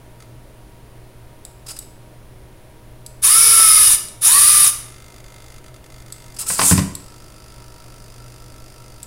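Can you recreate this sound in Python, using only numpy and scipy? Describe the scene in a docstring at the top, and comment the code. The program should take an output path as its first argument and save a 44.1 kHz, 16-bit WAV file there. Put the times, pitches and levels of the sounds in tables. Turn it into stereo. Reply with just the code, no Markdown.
"""Small room, wooden desk: two tracked toy robots, steered by clicks of a computer mouse.
One drives forward in two bursts: shaft tones, tooth impacts and a mesh tone make its gear motors whine.
Its servo lifts an arm (whirring gears) and tips the other robot, which drops back: noise bursts, desk modes.
A stalled servo buzzes as control frames kick its gears; shaped noise and wavering tones are a computer's fan."""
import sys
import numpy as np
from scipy import signal
from scipy.fft import rfft, irfft
from scipy.io import wavfile

SR = 44100
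rng = np.random.default_rng(int(sys.argv[2]) if len(sys.argv) > 2 else 0)


def file_out(sig):
    """Save sig as 16-bit WAV at sys.argv[1]."""
    # one column per channel
    cols = np.atleast_2d(sig).T
    # limit, then scale
    lim = np.clip(cols, -1, 1)
    pcm = np.round(lim * 32767).astype(np.int16)
    wavfile.write(sys.argv[1], SR, pcm)


N = 399546
TIME = np.arange(N) / SR


def from_db(db):
    """Decibels to amplitude gain."""
    return 10 ** (np.asarray(db) / 20)


def rms_one(x):
    """Scale to rms 1."""
    return x / np.sqrt(np.mean(x ** 2) + 1e-20)


def noise():
    """White noise of rms 1."""
    return rng.standard_normal(N)


def in_time(rows):
    """Interpolate (s, value) rows at every sample."""
    s, value = np.transpose(rows)
    return np.interp(TIME, s, value)


def at_hz(points, hz):
    """Interpolate (Hz, value) points on a log-frequency axis."""
    point_hz, value = np.transpose(points)
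    return np.interp(np.log(hz + 1e-9), np.log(point_hz), value)


def drift(rate):
    """Random wander of rms 1, faster at higher rate: two-pole noise, one value per 40 samples."""
    pole = np.exp(-80 * np.pi * rate / SR)
    settle = 2000
    slow = signal.lfilter([1], [1, -2 * pole, pole ** 2], rng.standard_normal(N // 40 + settle + 2))
    slow = rms_one(slow[settle:])
    return np.interp(np.arange(N) / 40, np.arange(len(slow)), slow)


def body(x, colour, rings=(), size=8192):
    """Minimum-phase filter of unit power gain: broad colour (Hz, dB) plus resonances (Hz, width Hz, lift dB)."""
    hz = np.arange(size // 2 + 1) * SR / size
    db = at_hz(colour, hz)
    for ring_hz, width_hz, lift_db in rings:
        db = db + lift_db / (1 + (2 * (hz - ring_hz) / width_hz) ** 2)
    # folding the cepstrum makes the response causal
    cepstrum = irfft(np.log(from_db(db)))
    cepstrum[1:size // 2] *= 2
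    cepstrum[size // 2 + 1:] = 0
    response = irfft(np.exp(rfft(cepstrum)))
    return signal.oaconvolve(x, response / np.linalg.norm(response))[:N]


def impulses(rows):
    """One impulse for each (s, dB)."""
    out = np.zeros(N)
    for s, db in rows:
        out[int(s * SR)] += from_db(db)
    return out


def decaying(hits, decay_s):
    """Each hit becomes an exponential decay."""
    return signal.lfilter([1], [1, -np.exp(-1 / (decay_s * SR))], hits)


def highpass(x, order, hz):
    """Butterworth high-pass."""
    return signal.sosfilt(signal.butter(order, hz, "high", fs=SR, output="sos"), x)


def ramp(start_s, length_s):
    """Rise from 0 to 1, then stay."""
    return np.clip((TIME - start_s) / length_s, 0, 1)


def chatter(decay_s, size=512):
    """Brief rough contact of two hard parts: decaying noise with a flattened spectrum."""
    spectrum = rfft(rng.standard_normal(size) * np.exp(-np.arange(size) / SR / decay_s))
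    flat = irfft(spectrum / np.abs(spectrum))
    return np.roll(flat, size // 16)[:size // 2]


def tooth_impacts(turns, scatter_db, uneven_db, count=12):
    """Each pinion tooth lands with its own strength; backlash scatters the strength of every blow."""
    tooth = np.floor(turns * count).astype(int)
    lands = np.diff(tooth, prepend=0) > 0
    tooth_db = uneven_db * rng.standard_normal(count)
    strength_db = tooth_db[tooth % count] + scatter_db * noise()
    return rms_one(lands * from_db(strength_db))


# Colour of room air and computer fan. Each row: frequency in Hz, relative level in dB per Hz.
AIR_COLOUR = [(20, 0.5), (55, -0.5), (83, -11), (120, -7), (165, -13), (300, -16), (600, -17), (850, -22.5),
              (1400, -27), (2200, -29), (4500, -35.5), (8000, -40.5), (12500, -39.5), (15700, -38.5)]
# Wavering fan tones. Each row: centre frequency in Hz, level in dB before the waver.
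HUM_TONES = [(119.5, -48.5), (314, -61), (377, -61), (630, -62), (947, -63)]
AIR_DB = -43


def background(waver_hz=2.093, waver_db=2.0):
    """Fan: broadband air noise with faint hiss, plus tones wavering in pitch and level."""
    air = from_db(AIR_DB) * body(noise(), AIR_COLOUR, [(9730, 2200, 7.5)])
    hum = 0
    for hz, db in HUM_TONES:
        level = from_db(db + waver_db * drift(4.3))
        cycles = np.cumsum(hz + waver_hz * drift(6.0)) / SR
        hum = hum + level * np.sin(2 * np.pi * cycles)
    return air + np.sqrt(2) * hum


# Mouse button snaps. Each row: time in seconds, relative level in dB.
CLICKS = [(1.451, -19), (1.7896, -13), (3.0632, -16.5), (4.085, -18), (6.124, -16), (6.952, -11),
          (9.0298, -16)]
# Colour of the button. Each row: frequency in Hz, relative level in dB per Hz.
MOUSE_COLOUR = [(800, -50), (2600, -16), (3700, -5.5), (4600, -1), (6200, -11), (8000, 3), (11500, -4),
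                (15700, -16)]
# Resonances of the button. Each row: frequency in Hz, width in Hz, lift in dB.
MOUSE_RINGS = [(7790, 270, 10.2), (9460, 370, 2.5), (11500, 230, 3.7)]


def mouse(level_db=-5, decay_s=0.0016, echo_s=0.0029, echo_db=-11):
    """The button's spring snaps as a decaying noise burst; a nearby surface throws it back."""
    echoes = [(s + echo_s, db + echo_db) for s, db in CLICKS]
    force = decaying(impulses(CLICKS) + impulses(echoes), decay_s)
    return from_db(level_db) * body(force * noise(), MOUSE_COLOUR, MOUSE_RINGS)


# Servo twitches. Each row: start in seconds, length in seconds, effort in dB.
TWITCHES = [(1.662, 0.0094, -36), (1.68, 0.038, -33), (1.762, .007, -34), (1.82, .007, -42.5),
            (6.34, .008, -43), (6.362, 0.0088, -35), (6.386, 0.038, -22.5)]
# Servo heaving the other robot up. Each row: time in seconds, effort in dB.
LIFT = [(6.46, -31), (6.488, -19), (6.534, -18.5), (6.564, -27), (6.67, -8.5), (6.7, -11.5), (6.708, -9.5),
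        (6.764, -27.5), (6.79, -23)]
# Colour of the servo gears in motion. Each row: frequency in Hz, relative level in dB per Hz.
SERVO_GEARS = [(300, -19), (900, -29), (1400, -25), (3500, -16.5), (5000, -11.5), (6200, -4), (7600, 1),
               (9800, 3.5), (11500, -5.5), (15700, -15)]
# Colour of the servo case and buzz. Each row: frequency in Hz, relative level in dB per Hz.
BUZZ_COLOUR = [(300, -6), (900, 1), (1400, 0), (3500, -0.5), (5000, -0.5), (7500, 1.5), (9800, 1),
               (11500, -4.5), (15700, -8)]
SERVO_ATTACK_S, SERVO_RELEASE_S = 0.0051, 0.0056
SERVO_UNEVEN_DB = 2.5  # spread of strength among the teeth


def burst(start_s, end_s):
    """The servo's motor starts quickly, holds, and dies away."""
    dying = np.exp(-np.clip((TIME - end_s) / SERVO_RELEASE_S, 0, 20))
    return ramp(start_s, SERVO_ATTACK_S) * dying


def servo_swing(motor_hz=330, rub=1.0, lumpy_db=1.5, gears_db=-1, case_db=-2, case_top_db=-33):
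    """Tiny gears whirr as the arm moves: their sound follows effort, the case ring is capped."""
    turns = np.cumsum(motor_hz * (1 + .08 * drift(8))) / SR
    teeth = tooth_impacts(turns, scatter_db=1.5, uneven_db=SERVO_UNEVEN_DB) * np.sign(drift(900))
    contact = rms_one((teeth + rub * noise()) * from_db(lumpy_db * drift(100)))
    effort = from_db(in_time(LIFT)) * burst(LIFT[0][0], LIFT[-1][0])
    for s, length_s, db in TWITCHES:
        effort = effort + from_db(db) * burst(s, s + length_s)
    gears = effort * from_db(gears_db) * body(contact, SERVO_GEARS)
    case = body(noise(), BUZZ_COLOUR, [(1340, 72, 15.7), (2700, 260, 6), (5010, 970, 14.5)])
    case_level = np.minimum(effort * from_db(case_db), from_db(case_top_db))
    return gears + case_level * case


# Servo holding the arm. Each row: start in seconds, end in seconds.
HOLDS = [(.195, .235), (4.787, 5.215), (5.235, 5.595), (5.635, 5.695), (5.735, 5.775), (5.835, 5.867),
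         (5.895, 6.035), (6.055, 6.335), (6.99, 9.1)]
# Resonances, arm down. Each row: frequency in Hz, width in Hz, lift in dB.
ARM_DOWN_RINGS = [(1340, 120, 17), (2050, 320, 8.9), (3500, 270, 5.6), (4710, 320, 10), (6730, 320, 3.8)]
# Resonances, arm raised. Each row: frequency in Hz, width in Hz, lift in dB.
ARM_UP_RINGS = [(1347, 103, 23.8), (2570, 49, 17), (4430, 78, 4.2), (4590, 97, 12.2), (4997, 153, 18),
                (5640, 230, 9), (8730, 130, 9.3), (9860, 140, 8.9)]
FRAME_HZ, FIRST_FRAME_S = 50.011, .0024  # control pulses
HOLD_DOWN_DB, HOLD_UP_DB = -48.5, -47.5
LOOSE = .45  # weight of the part of each kick that differs from the last


def servo_hold(release_s=.0033, release_db=-5, scatter_db=0.3):
    """Each control frame kicks the stalled gears against their backlash; they fall back a moment later."""
    frames_s = np.arange(FIRST_FRAME_S, TIME[-1] - release_s, 1 / FRAME_HZ)
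    strength_db = scatter_db * rng.standard_normal(len(frames_s))
    kicks = impulses(zip(frames_s, strength_db))
    kicks = kicks + impulses(zip(frames_s + release_s, strength_db + release_db))
    contact = chatter(decay_s=0.0024)
    alike = signal.oaconvolve(kicks, contact)[:N]
    fresh = signal.oaconvolve(kicks, np.abs(contact))[:N] * noise()
    holding = sum((TIME > start) & (TIME < end) for start, end in HOLDS)
    buzz = rms_one(alike + LOOSE * fresh) * holding
    raised = TIME > LIFT[-1][0]
    down = from_db(HOLD_DOWN_DB) * body(buzz * ~raised, BUZZ_COLOUR, ARM_DOWN_RINGS)
    up = from_db(HOLD_UP_DB) * body(buzz * raised, BUZZ_COLOUR, ARM_UP_RINGS)
    return down + up


# Plastic hulls knocking. Each row: time in seconds, relative level in dB.
KNOCKS = [(3.598, -20), (6.431, -34), (6.502, -18), (6.59, -12), (6.594, -10.5), (6.615, -8), (6.631, -17),
          (6.711, -8.5), (6.724, -18), (6.777, -13.5), (6.791, -17)]
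# Colour of the hulls. Each row: frequency in Hz, relative level in dB per Hz.
HULL_COLOUR = [(80, -7), (250, -8), (600, 0), (1100, -3), (2200, -4.5), (3500, -9.5), (5200, -5.5),
               (12000, -32)]
# Resonances of the hulls. Each row: frequency in Hz, width in Hz, lift in dB.
HULL_RINGS = [(1040, 150, 11.3), (1210, 53, 2.3), (1960, 130, 4.7)]
# Blows on the desk top. Each row: time in seconds, relative level in dB.
THUMPS = [(6.5, -33), (6.594, -29), (6.622, -21.5), (6.711, -7), (6.723, -10), (6.739, -10), (6.776, -9.5),
          (6.803, -11.5)]
# Modes of the desk top. Each row: frequency in Hz, relative level in dB, t60 in seconds.
DESK_MODES = [(91.7, -4.5, 0.57), (144, -6, 0.18), (159.8, -4.5, 0.33), (195.2, -1, 0.28),
              (247, -11, 0.096), (280.5, -9, 0.28), (380.4, -13.5, 0.132)]


def tumble(knock_db=-2, clatter_s=0.0071, desk_db=-1, soft_hz=420):
    """Hulls clatter as decaying noise; the dropped robot sets the desk's modes booming."""
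    # 1e-18 keeps the filters from decaying to zero
    force = decaying(impulses(KNOCKS) + 1e-18, clatter_s)
    out = from_db(knock_db) * body(force * noise(), HULL_COLOUR, HULL_RINGS)
    # the treads cushion each blow
    cushion = signal.butter(2, soft_hz, fs=SR, output="sos")
    blows = signal.sosfilt(cushion, impulses(THUMPS) + 1e-18)
    for k, (hz, db, t60_s) in enumerate(DESK_MODES):
        r = from_db(-60 / (t60_s * SR))
        w = 2 * np.pi * hz / SR
        mode = signal.lfilter([0, np.sin(w)], [1, -2 * r * np.cos(w), r * r], blows)
        out = out + (-1) ** k * from_db(db + desk_db) * mode
    return out


# Runs of the drive. Each row: power on in seconds, load taken up in seconds, power off in seconds,
# top speed before sag in turns per s, sag in turns per s each s, spin-up time constant in s,
# rattle gain in dB, whine gain in dB, tread rumble gain in dB (gains at full speed, no load).
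RUNS = [(3.217, 3.785, 3.897, 483, 108, .049, -9.5, -22, -48),
        (4.207, 4.384, 4.639, 413, 35, .06, -9.0, -16.5, -53)]
BRAKE_TURNS_PER_S2 = 4900  # slowing once the power is off
RATTLE_FULL_TURNS_PER_S, RATTLE_POWER = 211, 1.43
WHINE_FULL_TURNS_PER_S, WHINE_POWER = 428, 5.0
LOAD_S = 0.018  # time to take up the load of pushing the other robot
LOAD_WHINE_DB, LOAD_MESH_DB, LOAD_RUMBLE_DB = -8, 3.5, 9.5  # changes under that load


def motion():
    """Motors spin up, sag and brake: shaft speed, load, and rattle, whine and rumble gains that follow."""
    speed, load, rattle, whine, rumble = np.zeros((5, N))
    for on, loaded, off, top, sag, spin_up_s, rattle_db, whine_db, rumble_db in RUNS:
        powered_s = np.clip(TIME - on, 0, off - on)
        driven = (top - sag * powered_s) * (1 - np.exp(-powered_s / spin_up_s))
        braking = BRAKE_TURNS_PER_S2 * np.maximum(TIME - off, 0)
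        rate = np.maximum(driven - braking, 0)
        pushing = ramp(loaded, LOAD_S) * (rate > 0)
        rolling = np.minimum(rate / RATTLE_FULL_TURNS_PER_S, 1) ** RATTLE_POWER
        whining = np.minimum(rate / WHINE_FULL_TURNS_PER_S, 1) ** WHINE_POWER
        speed = speed + rate
        load = load + pushing * (1 - ramp(off, LOAD_S))
        rattle = rattle + from_db(rattle_db) * rolling
        whine = whine + from_db(whine_db + LOAD_WHINE_DB * pushing) * whining
        rumble = rumble + from_db(rumble_db + LOAD_RUMBLE_DB * pushing) * rolling
    return speed, load, rattle, whine, rumble


def tracks(desk_hz=88, width_hz=40):
    """Rolling treads shake the lowest mode of the desk top: low noise with one resonance."""
    colour = [(40, -2.0), (100, -6.0), (400, -16), (2000, -50)]
    *_, rumble_gain = motion()
    return rumble_gain * body(noise(), colour, [(desk_hz, width_hz, 14)])


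# Partials of a three-pole motor. Each row: multiple of shaft rate, relative level in dB.
MOTOR_ORDERS = [(1, -24), (2, -30), (3, 0), (5, -7), (7, -18), (11, -10), (12, -4), (13, -10)]
# Colour of the gearbox. Each row: frequency in Hz, relative level in dB per Hz.
GEARBOX_COLOUR = [(60, -25), (110, -24), (200, -30), (750, -28), (1100, -15.5), (1550, -19), (2400, -13.5),
                  (4200, -11.5), (5200, -8), (6500, -9), (8000, -5.5), (9600, 2), (13000, -7.5),
                  (15700, -15.5)]
# Resonances of the gearbox. Each row: frequency in Hz, width in Hz, lift in dB.
GEARBOX_RINGS = [(1314, 320, 9.5), (1733, 82, 10.5), (2210, 130, 3.5), (2480, 116, 6), (2986, 46, 6),
                 (3695, 160, 10), (5000, 44, 7.5), (5740, 180, 5), (9760, 680, 8), (10580, 270, 7)]
CAN_HZ, CAN_DB = 2900, -17  # ring of the motor can


def drive(wobble=.002, slower=0.93, second_db=-12, rub=2.23, flutter_db=2.0, lumpy_db=0.5,
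          mesh_db=-11, play_turns=0.22, mesh_teeth=24, mesh_hz=5300):
    """Two motors, one per track: tones of the shaft, and teeth meshing and rattling in the gearbox."""
    speed, load, rattle_gain, whine_gain, _ = motion()
    teeth, whine, mesh, can = 0, 0, 0, 0
    for ratio, motor_db in ((1, 0), (slower, second_db)):
        turns = np.cumsum(speed * ratio * (1 + wobble * drift(25))) / SR
        impacts = tooth_impacts(turns, scatter_db=5.0, uneven_db=3.0)
        teeth = teeth + impacts * np.sign(drift(900))
        # play between the teeth smears the shrill mesh tone
        mesh_cycles = mesh_teeth * turns + play_turns * drift(150)
        mesh = mesh + from_db(motor_db + flutter_db * drift(60)) * np.sin(2 * np.pi * mesh_cycles)
        for order, db in MOTOR_ORDERS:
            level = from_db(db + motor_db + flutter_db * drift(30))
            whine = whine + level * np.sin(2 * np.pi * order * turns)
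        can = can + from_db(motor_db) * np.sin(2 * np.pi * 7 * turns)
    # the can sings only while the seventh partial meets its sharp resonance
    can = signal.lfilter(*signal.iirpeak(CAN_HZ, 90, fs=SR), can)
    # the small gears radiate little at low speed
    mesh = highpass(mesh, 8, mesh_hz)
    turning = np.mean(speed > 0)  # share of the time
    contact = (teeth * np.sqrt(turning) + rub * noise()) / np.sqrt(2 + rub ** 2)
    rattle = body(contact * from_db(lumpy_db * drift(90)), GEARBOX_COLOUR, GEARBOX_RINGS)
    mesh_gain = from_db(mesh_db + LOAD_MESH_DB * load)
    gearbox = rattle + mesh_gain * mesh + from_db(CAN_DB) * can
    return rattle_gain * gearbox + whine_gain * whine


# Room decay. Each row: frequency in Hz, t60 in seconds.
ROOM_T60 = [(100, 0.52), (1000, 0.6), (4000, 0.55), (8000, 0.45), (16000, 0.37)]


def room(x, size=26000):
    """Diffuse reflections of unit power: noise bands, each dying at its own rate."""
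    t = TIME[:size]
    tail = 0
    edges_hz = np.geomspace(250, 16000, 7)
    for low, high in zip(edges_hz, edges_hz[1:]):
        band_filter = signal.butter(2, [low, high], "band", fs=SR, output="sos")
        band = signal.sosfilt(band_filter, rng.standard_normal(size))
        tail = tail + band * from_db(-60 * t / at_hz(ROOM_T60, np.sqrt(low * high)))
    tail = tail * np.minimum(t / 0.0025, 1)
    return signal.oaconvolve(x, tail / np.linalg.norm(tail))[:N]


def scene(direct_db=-0.96, room_db=-9.5, side_db=-14, side_hz=7000):
    """All in the middle; high-passed drive sound times random wander is added, opposite in sign left and right."""
    motors = drive()
    near = mouse() + servo_swing() + servo_hold() + tumble() + tracks() + motors
    mid = background() + from_db(direct_db) * near + from_db(room_db) * room(near)
    side = from_db(side_db) * highpass(motors, 4, side_hz) * drift(600)
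    return np.array([mid + side, mid - side])


CEILING, CUTOFF_HZ = .98, 15800


def record(dry):
    """Overload rounds the highest peaks; a steep low-pass cuts the top."""
    rounded = dry / (1 + (dry / CEILING) ** 8) ** (1 / 8)
    top_cut = signal.ellip(12, .1, 80, CUTOFF_HZ, fs=SR, output="sos")
    return signal.sosfilt(top_cut, rounded)


dry = scene()
out = record(dry)
file_out(out)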